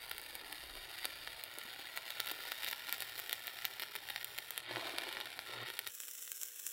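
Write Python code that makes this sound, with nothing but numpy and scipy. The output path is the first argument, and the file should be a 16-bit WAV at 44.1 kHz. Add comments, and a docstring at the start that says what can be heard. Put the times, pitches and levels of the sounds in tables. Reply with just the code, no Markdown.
"""Arc welding on a trailer

An arc sizzles at the steel tail of a trailer, outdoors. Dense sparks throb with the rectified mains
current; droplets short the arc out and it relights with a snap. The beams echo each spark, the frame
rings. Underneath: flame flutter, hum, one footfall, a little wind on the microphone.
Near the end the scene is heard from a second place, thin and bright."""
import sys
import numpy as np
from scipy import signal
from scipy.fft import rfft, irfft, next_fast_len
from scipy.io import wavfile
from scipy.ndimage import map_coordinates

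SR = 44100
rng = np.random.default_rng(int(sys.argv[2]) if len(sys.argv) > 2 else 0)


def unload_wav(signal):
    """Save mono or channel-first audio to the path in sys.argv[1] as 16-bit WAV at rate SR, clipped to [-1, 1]."""
    wavfile.write(
        sys.argv[1],
        SR,
        np.round(np.clip(np.atleast_2d(signal).T, -1, 1) * 32767).astype(np.int16),
    )


N = 296352
TIME_S = np.arange(N) / SR
SECOND_PLACE_S = 5.89
FIRST_PLACE = TIME_S < SECOND_PLACE_S
RIPPLE_HZ = 120.04  # twice the mains frequency

# wind on the microphone: time_s, level_db
WIND_LEVELS = [(0, -71.5), (.6, -72.5), (.76, -59), (.9, -79), (1.2, -68), (1.37, -76), (1.5, -105),
               (5.89, -83), (6, -110), (6.72, -110)]
# wind buffet colour: freq_hz, relative_db
WIND_SPECTRUM = [(15, -18), (35, -10), (60, -11.5), (120, -26), (400, -70)]
# distant rumble colour: freq_hz, relative_db
DISTANT_SPECTRUM = [(30, -28), (80, -1.5), (150, -5.5), (220, -17.5), (500, -28)]
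# arc drawn long, humming: start_s, length_s, hum_gain_db
LONG_ARCS = [(2.14, 0.071, 14), (2.9, 0.27, 9), (3.55, 0.24, 5), (4.1, 0.27, 6.5), (4.65, .09, 15),
             (5.51, 0.15, 17)]
# flame flare-ups: start_s, length_s, roar_gain_db
FLARE_UPS = [(4.64, 0.25, 5), (4.9, 0.37, 2), (5.45, 0.17, 4)]
# dull flame puffs: time_s, strength_db
FLAME_PUFFS = [(0.755, -27), (1.577, -23.5), (1.793, -24), (2.315, -18.5), (4.71, -15), (4.769, -12.5),
               (5.075, -29), (5.176, -35), (5.626, -20)]
# flame colour: freq_hz, relative_db
FLAME_SPECTRUM = [(150, -48), (240, -11), (330, 0), (480, -4.5), (900, 0), (1500, -15), (3000, -27.5)]
# steel frame decay: freq_hz, t60_s
FRAME_DECAY = [(300, 0.075), (2000, 0.024), (6000, 0.066), (14000, 0.069)]
# beam echoes, first place: delay_ms, gain_db
BEAM_ECHOES = [(.54, -9), (1.06, -16), (1.33, -16), (1.6, -15), (2.12, -11), (2.76, -17)]
# echo off the plate beside the rod: time_s, delay_ms
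PLATE_DELAYS = [(0, .546), (.7, .525), (1.3, .544), (1.9, .54), (2.7, .576), (3.9, .574), (4.3, .614),
                (4.85, .554), (5.25, .584), (5.9, .58)]
# treble bands: low_hz, high_hz
TREBLE_BANDS = [(4400, 4950), (5050, 5900), (6500, 7700), (12300, 16500)]
# their gains as the rod moves along the beam: time_s, band1_db, band2_db, band3_db, band4_db
TREBLE_GAINS = [(0, 2, -7, -6.5, -6), (1.1, 2.5, -6, -1.5, -6), (1.9, -1.5, -6.5, 2.5, -4),
                (2.5, -1.5, -0.5, 3, -2.5), (3.45, -2.5, 1, 5.5, 0), (4.45, -3, 0, 2, -2.5),
                (4.62, -3, -7.5, 0, -10), (5.8, -3, -0.5, 2, -5)]
# sizzle colour, first place: freq_hz, relative_db
SIZZLE_SPECTRUM_1 = [(3530, -34.5), (5800, -5.5), (5990, -19), (6200, -13), (6600, -20), (6850, -7.5),
                     (7080, -15.5), (7400, -14), (9700, -8.5), (12000, -8.5), (13000, -4.5), (15000, -4.5),
                     (16000, -7.5)]
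# sizzle colour, second place: freq_hz, relative_db
SIZZLE_SPECTRUM_2 = [(3060, -45.5), (5200, -8.5), (5550, -3), (6490, -7), (7500, -0.5), (8930, -8),
                     (11500, -3.5), (12600, -5.5), (15100, -2.5), (16000, -2.5)]
# roar colour, first place: freq_hz, relative_db
ROAR_SPECTRUM_1 = [(130, -31.5), (220, -18), (380, -13.5), (850, -3), (1170, -9.5), (1400, -2),
                   (1600, -5.5), (1850, -0.5), (2350, 2), (2800, -1.5), (3300, -1), (3530, -4.5), (3750, 0),
                   (4050, -2.5), (4800, -3.5), (5150, -11.5), (5800, -6), (6050, -33), (7500, -64.5)]
# roar colour, second place: freq_hz, relative_db
ROAR_SPECTRUM_2 = [(100, -40), (320, -14), (870, -22), (1550, -6.5), (2360, -9.5), (2640, -5), (3500, -5.5),
                   (4300, -11.5), (4800, -11.5), (5600, -54)]
# base levels of the arc: time_s, sizzle_db, roar_db, flutter_db
ARC_LEVELS = [(0, -53.5, -52.5, -65.5), (.45, -54, -53.5, -61.5), (1.1, -54, -51, -65),
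              (1.55, -56, -52.5, -65.5), (2.05, -55, -50.5, -61), (2.5, -52, -49, -65),
              (2.8, -54, -50, -65.5), (3.3, -53.5, -51.5, -67), (3.95, -57.5, -52.5, -65),
              (4.5, -53, -53, -66.5), (5.05, -55, -50, -56.5), (5.36, -55.5, -52.5, -64.5),
              (5.5, -53.5, -51, -59), (5.86, -54.5, -54, -69.5), (5.92, -49.5, -63, -67),
              (6.38, -47, -64, -65), (6.54, -50, -64, -70), (6.72, -44.5, -61, -70)]
# brief dips in the sizzle: start_s, length_s, gain_db
SIZZLE_CHOKES = [(.36, 0.062, -5), (4.622, 0.062, -11), (5.545, 0.1, -11)]
# droplets shorting the arc: start_s, length_s
DROPLET_SHORTS = [(.21, .003), (1.431, .003), (2.92, .003), (3.323, .003), (3.939, .003), (4.232, .011),
                  (4.501, .003), (5.251, .003), (5.385, .004), (5.782, .007)]
# relighting snaps: time_s, treble_db, body_db
RELIGHT_SNAPS = [(0.096, -18, -30), (0.112, -24.0, -24), (0.1142, -15, -15), (0.1812, -15.5, -20),
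                 (0.2156, -20, -32), (0.3534, -14.5, -21), (0.523, -31, -32), (0.527, -18.5, -18.5),
                 (0.7535, -28.0, -25.5), (0.9865, -24, -24), (1.0392, -33.0, -26), (1.0452, -23, -15.5),
                 (1.0543, -7.5, -10.5), (1.2746, -36, -17), (1.438, -14.5, -18.5), (1.5859, -15.5, -21),
                 (1.6355, -24, -30), (1.966, -20, -39), (1.9679, -24, -24), (1.9746, -14, -12),
                 (2.1047, -17, -17), (2.1978, -31.0, -19), (2.2022, -10.5, -8), (2.26, -21, -22),
                 (2.271, -18, -18), (2.276, -23.0, -17), (2.2874, -22, -18), (2.297, -21, -19),
                 (2.3035, -28.0, -16), (2.3142, -15, -14.5), (2.318, -17, -27), (2.5195, -15, -14),
                 (2.6316, -20, -31), (2.634, -31, -16), (2.64, -24.0, -22), (2.646, -16.0, -15),
                 (2.664, -28, -18), (2.671, -23, -22), (2.677, -24.0, -20), (2.681, -22, -19),
                 (2.686, -13.5, -14.5), (2.6889, -20, -25), (2.7005, -24, -25), (2.713, -14, -19),
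                 (2.728, -21, -17), (2.7303, -21, -15), (2.887, -26.0, -19), (2.894, -19, -16.5),
                 (2.918, -31, -27), (2.9262, -8.5, -12), (2.9362, -28, -22), (2.942, -24, -37),
                 (2.944, -22, -22), (2.982, -23, -24), (3.005, -14, -15.5), (3.0175, -25, -29),
                 (3.0223, -14, -15.5), (3.18, -22.0, -23), (3.1872, -28, -23), (3.193, -17.0, -20.5),
                 (3.199, -15, -24.0), (3.295, -18, -15.5), (3.31, -27, -20), (3.3216, -32, -22.5),
                 (3.3293, -6, -11.5), (3.471, -18, -25), (3.4793, -31, -14.5), (3.588, -29, -21.5),
                 (3.6459, -28, -16.5), (3.6527, -8.5, -10.5), (3.7974, -18, -18), (3.8012, -26, -26),
                 (3.805, -30, -24), (3.817, -29, -26), (3.8212, -17.5, -16), (3.8267, -39.0, -19.5),
                 (3.83, -29, -19.5), (3.8348, -24, -17), (3.954, -18, -16.5), (3.9608, -21, -18.5),
                 (3.9641, -22, -22.5), (4.088, -24, -16.5), (4.1, -22, -19.5), (4.1036, -20, -18),
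                 (4.161, -21, -11.5), (4.2092, -36, -29), (4.212, -34, -21), (4.2294, -29, -19.5),
                 (4.2454, -12, -18), (4.3796, -21, -23), (4.3862, -14.5, -16), (4.5071, -10.5, -19.5),
                 (4.578, -8.5, -13), (4.7598, -48, -15), (4.7693, -41, -22.5), (4.8105, -41, -20.5),
                 (4.8713, -37.0, -29), (4.8933, -28, -21), (4.9844, -13, -9), (5.0114, -39.0, -21),
                 (5.02, -25.5, -18), (5.0354, -25, -18), (5.09, -22, -18.5), (5.1272, -23, -21),
                 (5.1699, -30, -16), (5.2029, -21, -16.5), (5.2113, -33, -15), (5.257, -23, -19),
                 (5.3912, -20, -14), (5.632, -27, -27), (5.661, -32, -22), (5.6868, -31, -23),
                 (5.702, -23, -18.5), (5.7913, -8, -14), (5.8675, -29, -17), (5.8706, -23, -33),
                 (5.874, -12.5, -17.5), (5.9504, -18, -42), (6.0027, -14, -26.5), (6.035, -27, -27.5),
                 (6.083, -20, -29.5), (6.087, -27, -29), (6.1117, -35, -42), (6.1514, -29, -35),
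                 (6.192, -31, -38), (6.2246, -20, -41), (6.185, -34, -33), (6.277, -35, -28),
                 (6.318, -9.5, -22.5), (6.4147, -15.5, -29), (6.42, -30, -37), (6.4245, -23, -32),
                 (6.4332, -8.5, -25.5), (6.4565, -27, -45), (6.4593, -27, -41), (6.4732, -28, -46),
                 (6.5979, -16.5, -34), (6.6666, -8, -26.5), (6.673, -27, -36.0), (6.676, -25, -45),
                 (6.6905, -27, -41)]


def amp(db):
    """dB to gain."""
    return 10 ** (np.asarray(db) / 20)


def unit_rms(x):
    """Scale to rms 1."""
    return x / np.sqrt(np.mean(x ** 2) + 1e-20)


def log_interp(points, hz):
    """Interpolate (freq_hz, value) rows on a log axis."""
    freq_hz, values = np.transpose(points)
    return np.interp(np.log(hz + 1), np.log(freq_hz + 1), values)


def curves(rows):
    """Per-sample curve of each column after time_s."""
    time_s, *columns = np.transpose(rows)
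    return [np.interp(TIME_S, time_s, column) for column in columns]


def swells(rows, rise_s=0.079):
    """Sum of dB trapezoids from (start_s, length_s, gain_db) rows."""
    return sum(db * np.clip(np.minimum(TIME_S - start_s, start_s + length_s + rise_s - TIME_S)
                            / rise_s, 0, 1) for start_s, length_s, db in rows)


def wobble(rate_hz):
    """Smooth random curve."""
    return map_coordinates(rng.standard_normal(int(N * rate_hz / SR) + 4), [TIME_S * rate_hz])


def pulse(spectrum, echoes=(), size=4096):
    """Minimum-phase pulse plus echoes, energy 1."""
    hz = np.fft.rfftfreq(size, 1 / SR)
    cepstrum = irfft(np.log(np.maximum(amp(log_interp(spectrum, hz)), 1e-4)))
    cepstrum[1:size // 2] *= 2
    cepstrum[size // 2 + 1:] = 0
    paths = sum(amp(db) * np.exp(-2j * np.pi * hz * ms / 1000) for ms, db in echoes)
    lowpass = 1 / (1 + 1j * hz / 2500)  # echoes lose treble
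    shape = irfft(np.exp(rfft(cepstrum)) * (1 + lowpass * paths))
    return shape / np.linalg.norm(shape)


def at_places(x, first, second):
    """Filter x with each listening place's pulse in turn."""
    fade = np.clip((TIME_S - SECOND_PLACE_S) / 0.007, 0, 1)
    return signal.fftconvolve(x * (1 - fade), first)[:N] + signal.fftconvolve(x * fade, second)[:N]


def wind():
    """Gusts buffet the microphone port over a steady distant rumble."""
    gusts, steady = rng.standard_normal((2, N))
    buffet = signal.fftconvolve(gusts, pulse(WIND_SPECTRUM))[:N]
    buffet *= amp(curves(WIND_LEVELS)[0] + wobble(8.2))
    distant = pulse(DISTANT_SPECTRUM)
    return buffet + at_places(amp(-75) * steady, distant, amp(-37) * distant)


def footfall(start_s=1.652, pitch_hz=245, level_db=-50, t60_s=0.041):
    """One soft step on grass: a damped sine."""
    age_s = np.maximum(TIME_S - start_s, 0)
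    return amp(level_db - 60 * age_s / t60_s) * np.sin(2 * np.pi * pitch_hz * age_s)


def hum(drone_hz=480):
    """Unsteady ripple tone; a faint higher drone replaces it at the second place."""
    tone_db = -83.5 + swells(LONG_ARCS) + 2.1 * swells(FLARE_UPS) + 3.6 * wobble(22)
    tone = amp(tone_db) * np.sin(2 * np.pi * RIPPLE_HZ * TIME_S + 0.69 * wobble(22))
    drone_db = -78.5 + 1.5 * wobble(30)
    drone = amp(drone_db) * np.sin(2 * np.pi * drone_hz * TIME_S + 0.55 * wobble(30))
    fade = np.clip((TIME_S - SECOND_PLACE_S) / 0.02, 0, 1)
    return np.sqrt(2) * (tone * (1 - fade) + drone * fade)


def frame_ring(x):
    """Diffuse ringing of the trailer; a fresh noise tail per block."""
    ring = np.zeros(N)
    for block in np.array_split(np.arange(N), 32):
        hz, age_s, noise = signal.stft(rng.standard_normal(SR // 8), SR, nperseg=128)
        decay = amp(-60 * age_s / log_interp(FRAME_DECAY, hz)[:, None])
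        tail = signal.istft(noise * decay, SR, nperseg=128)[1]
        tail = signal.lfilter([1], [1, -0.6], tail)  # steel soaks up treble
        wet = signal.fftconvolve(x[block], tail / np.linalg.norm(tail))
        ring[block[0]:block[0] + len(wet)] += wet[:N - block[0]]
    return np.pad(ring, (40, 0))[:N]


def ripple(depth):
    """Rectified current swells twice per mains cycle."""
    return 1 + depth * np.cos(2 * np.pi * RIPPLE_HZ * TIME_S + 2.3)


def sparks(rate_hz, glow_s, bed_db, burst=1):
    """Uneven random discharges, each trailing plasma hiss, over a hiss bed; rms 1."""
    fires = rng.random(N) < rate_hz / SR * ripple(0.7)
    size_db = 5 * np.minimum(rng.exponential(size=N), 3)
    discharges = unit_rms(fires * amp(size_db))
    heat = unit_rms(signal.lfilter([1], [1, -np.exp(-1 / (glow_s * SR))], discharges))
    hiss = 0.5 * rng.standard_normal(N) * (burst * heat + amp(bed_db) * ripple(0.044))
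    return unit_rms(hiss - discharges)


def flame(puff_s=0.00029):
    """Low flutter and soft puffs, first place only; listed snaps also puff the flame."""
    flare_db = swells(FLARE_UPS)
    flutter = sparks(rate_hz=280, glow_s=0.002, bed_db=2.5 + 1.2 * flare_db)
    flutter *= FIRST_PLACE * amp(curves(ARC_LEVELS)[2] + 1.6 * flare_db)
    push = np.exp(-np.arange(256) / (puff_s * SR))
    kicks = [(time_s, body_db - 25) for time_s, _, body_db in RELIGHT_SNAPS if time_s < SECOND_PLACE_S]
    for time_s, strength_db in FLAME_PUFFS + kicks:
        flutter[round(time_s * SR):][:len(push)] -= amp(strength_db) * push / push.sum()
    return signal.fftconvolve(flutter, pulse(FLAME_SPECTRUM, BEAM_ECHOES))[:N]


def plate_echo(x):
    """The plate returns an inverted copy, first place only."""
    lag = curves(PLATE_DELAYS)[0] * SR / 1000
    return -amp(-7.5) * FIRST_PLACE * map_coordinates(x, [np.arange(N) - lag])


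def rod_travel(x):
    """Treble colour shifts as the rod moves, first place only."""
    bands = [signal.sosfiltfilt(signal.butter(2, hz, "band", fs=SR, output="sos"), x)
             for hz in TREBLE_BANDS]
    gains_db = curves(TREBLE_GAINS)
    gains_db[1] += swells(SIZZLE_CHOKES, rise_s=0.03)
    return x + FIRST_PLACE * sum((amp(db) - 1) * band for db, band in zip(gains_db, bands))


def snaps_nearby(reach_s=0.0035):
    """Smooth count of snaps near each moment."""
    grid_s = np.arange(0, N + 64, 64) / SR
    count = sum(np.exp(-((grid_s - time_s) / reach_s) ** 2) for time_s, *_ in RELIGHT_SNAPS)
    return np.interp(TIME_S, grid_s, count)


def snaps():
    """Each relight is one blow and a ragged crack; returns treble and softened body."""
    cracks = 0.16 * rng.standard_normal((len(RELIGHT_SNAPS), 64)) * np.exp(-np.arange(64) / 22)
    cracks[:, 0] = -1
    cracks /= np.linalg.norm(cracks, axis=1, keepdims=True)
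    treble, body = np.zeros((2, N))
    for (time_s, treble_db, body_db), crack in zip(RELIGHT_SNAPS, cracks):
        onset = round(time_s * SR)
        emphasis = 0.6 * (time_s < SECOND_PLACE_S)
        treble[onset:][:64] += amp(treble_db) * signal.lfilter([1, -emphasis], [1.3], crack)
        body[onset:][:64] += amp(body_db) * signal.lfilter([0.88], [1, -0.12], crack)
    return treble, body


def arc():
    """Sparks and snaps drive a bright sizzle and a roar in the beams; busier around each snap."""
    unrest, flare_db = snaps_nearby(), swells(FLARE_UPS)
    sizzle_db, roar_db, _ = curves(ARC_LEVELS)
    sizzle_db += 3.45 * unrest + swells(SIZZLE_CHOKES, rise_s=0.04)
    roar_db += 0.33 * unrest + flare_db
    bed_db = np.array([[-5], [-1]]) + 0.069 * flare_db + 6 * ~FIRST_PLACE  # rows: sizzle, roar
    crackle = sparks(rate_hz=1500, glow_s=0.0012, bed_db=bed_db, burst=np.where(FIRST_PLACE, 1, 0.45))
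    spatter_rate_hz = 4 + 8 * unrest  # small chance snaps
    crackle -= (rng.random(N) < spatter_rate_hz / SR) * amp(16 + 6.2 * rng.standard_normal(N))
    shorts = [(start_s, length_s, -22) for start_s, length_s in DROPLET_SHORTS]
    crackle *= amp(swells(shorts, rise_s=0.002))
    tilt_db = 0.6 * wobble(250)
    treble, body = crackle * amp([sizzle_db + tilt_db, roar_db - tilt_db]) + snaps()
    sizzle = at_places(treble, pulse(SIZZLE_SPECTRUM_1), pulse(SIZZLE_SPECTRUM_2))
    roar = at_places(body, pulse(ROAR_SPECTRUM_1, BEAM_ECHOES), pulse(ROAR_SPECTRUM_2))
    return sizzle + plate_echo(sizzle) + roar


def scene():
    """Mono mix of weld, frame, hum, wind and footfall."""
    weld = rod_travel(arc()) + flame()
    return (weld + amp(-12.5) * frame_ring(weld) + hum() + wind() + footfall())[None]


def record(dry):
    """Brick-wall lowpass."""
    cutoff_hz = 15830
    size = next_fast_len(N + SR // 2)
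    passband = np.fft.rfftfreq(size, 1 / SR) < cutoff_hz
    return irfft(rfft(dry, size) * passband, size)[..., :N]


dry = scene()
out = record(dry)
unload_wav(out)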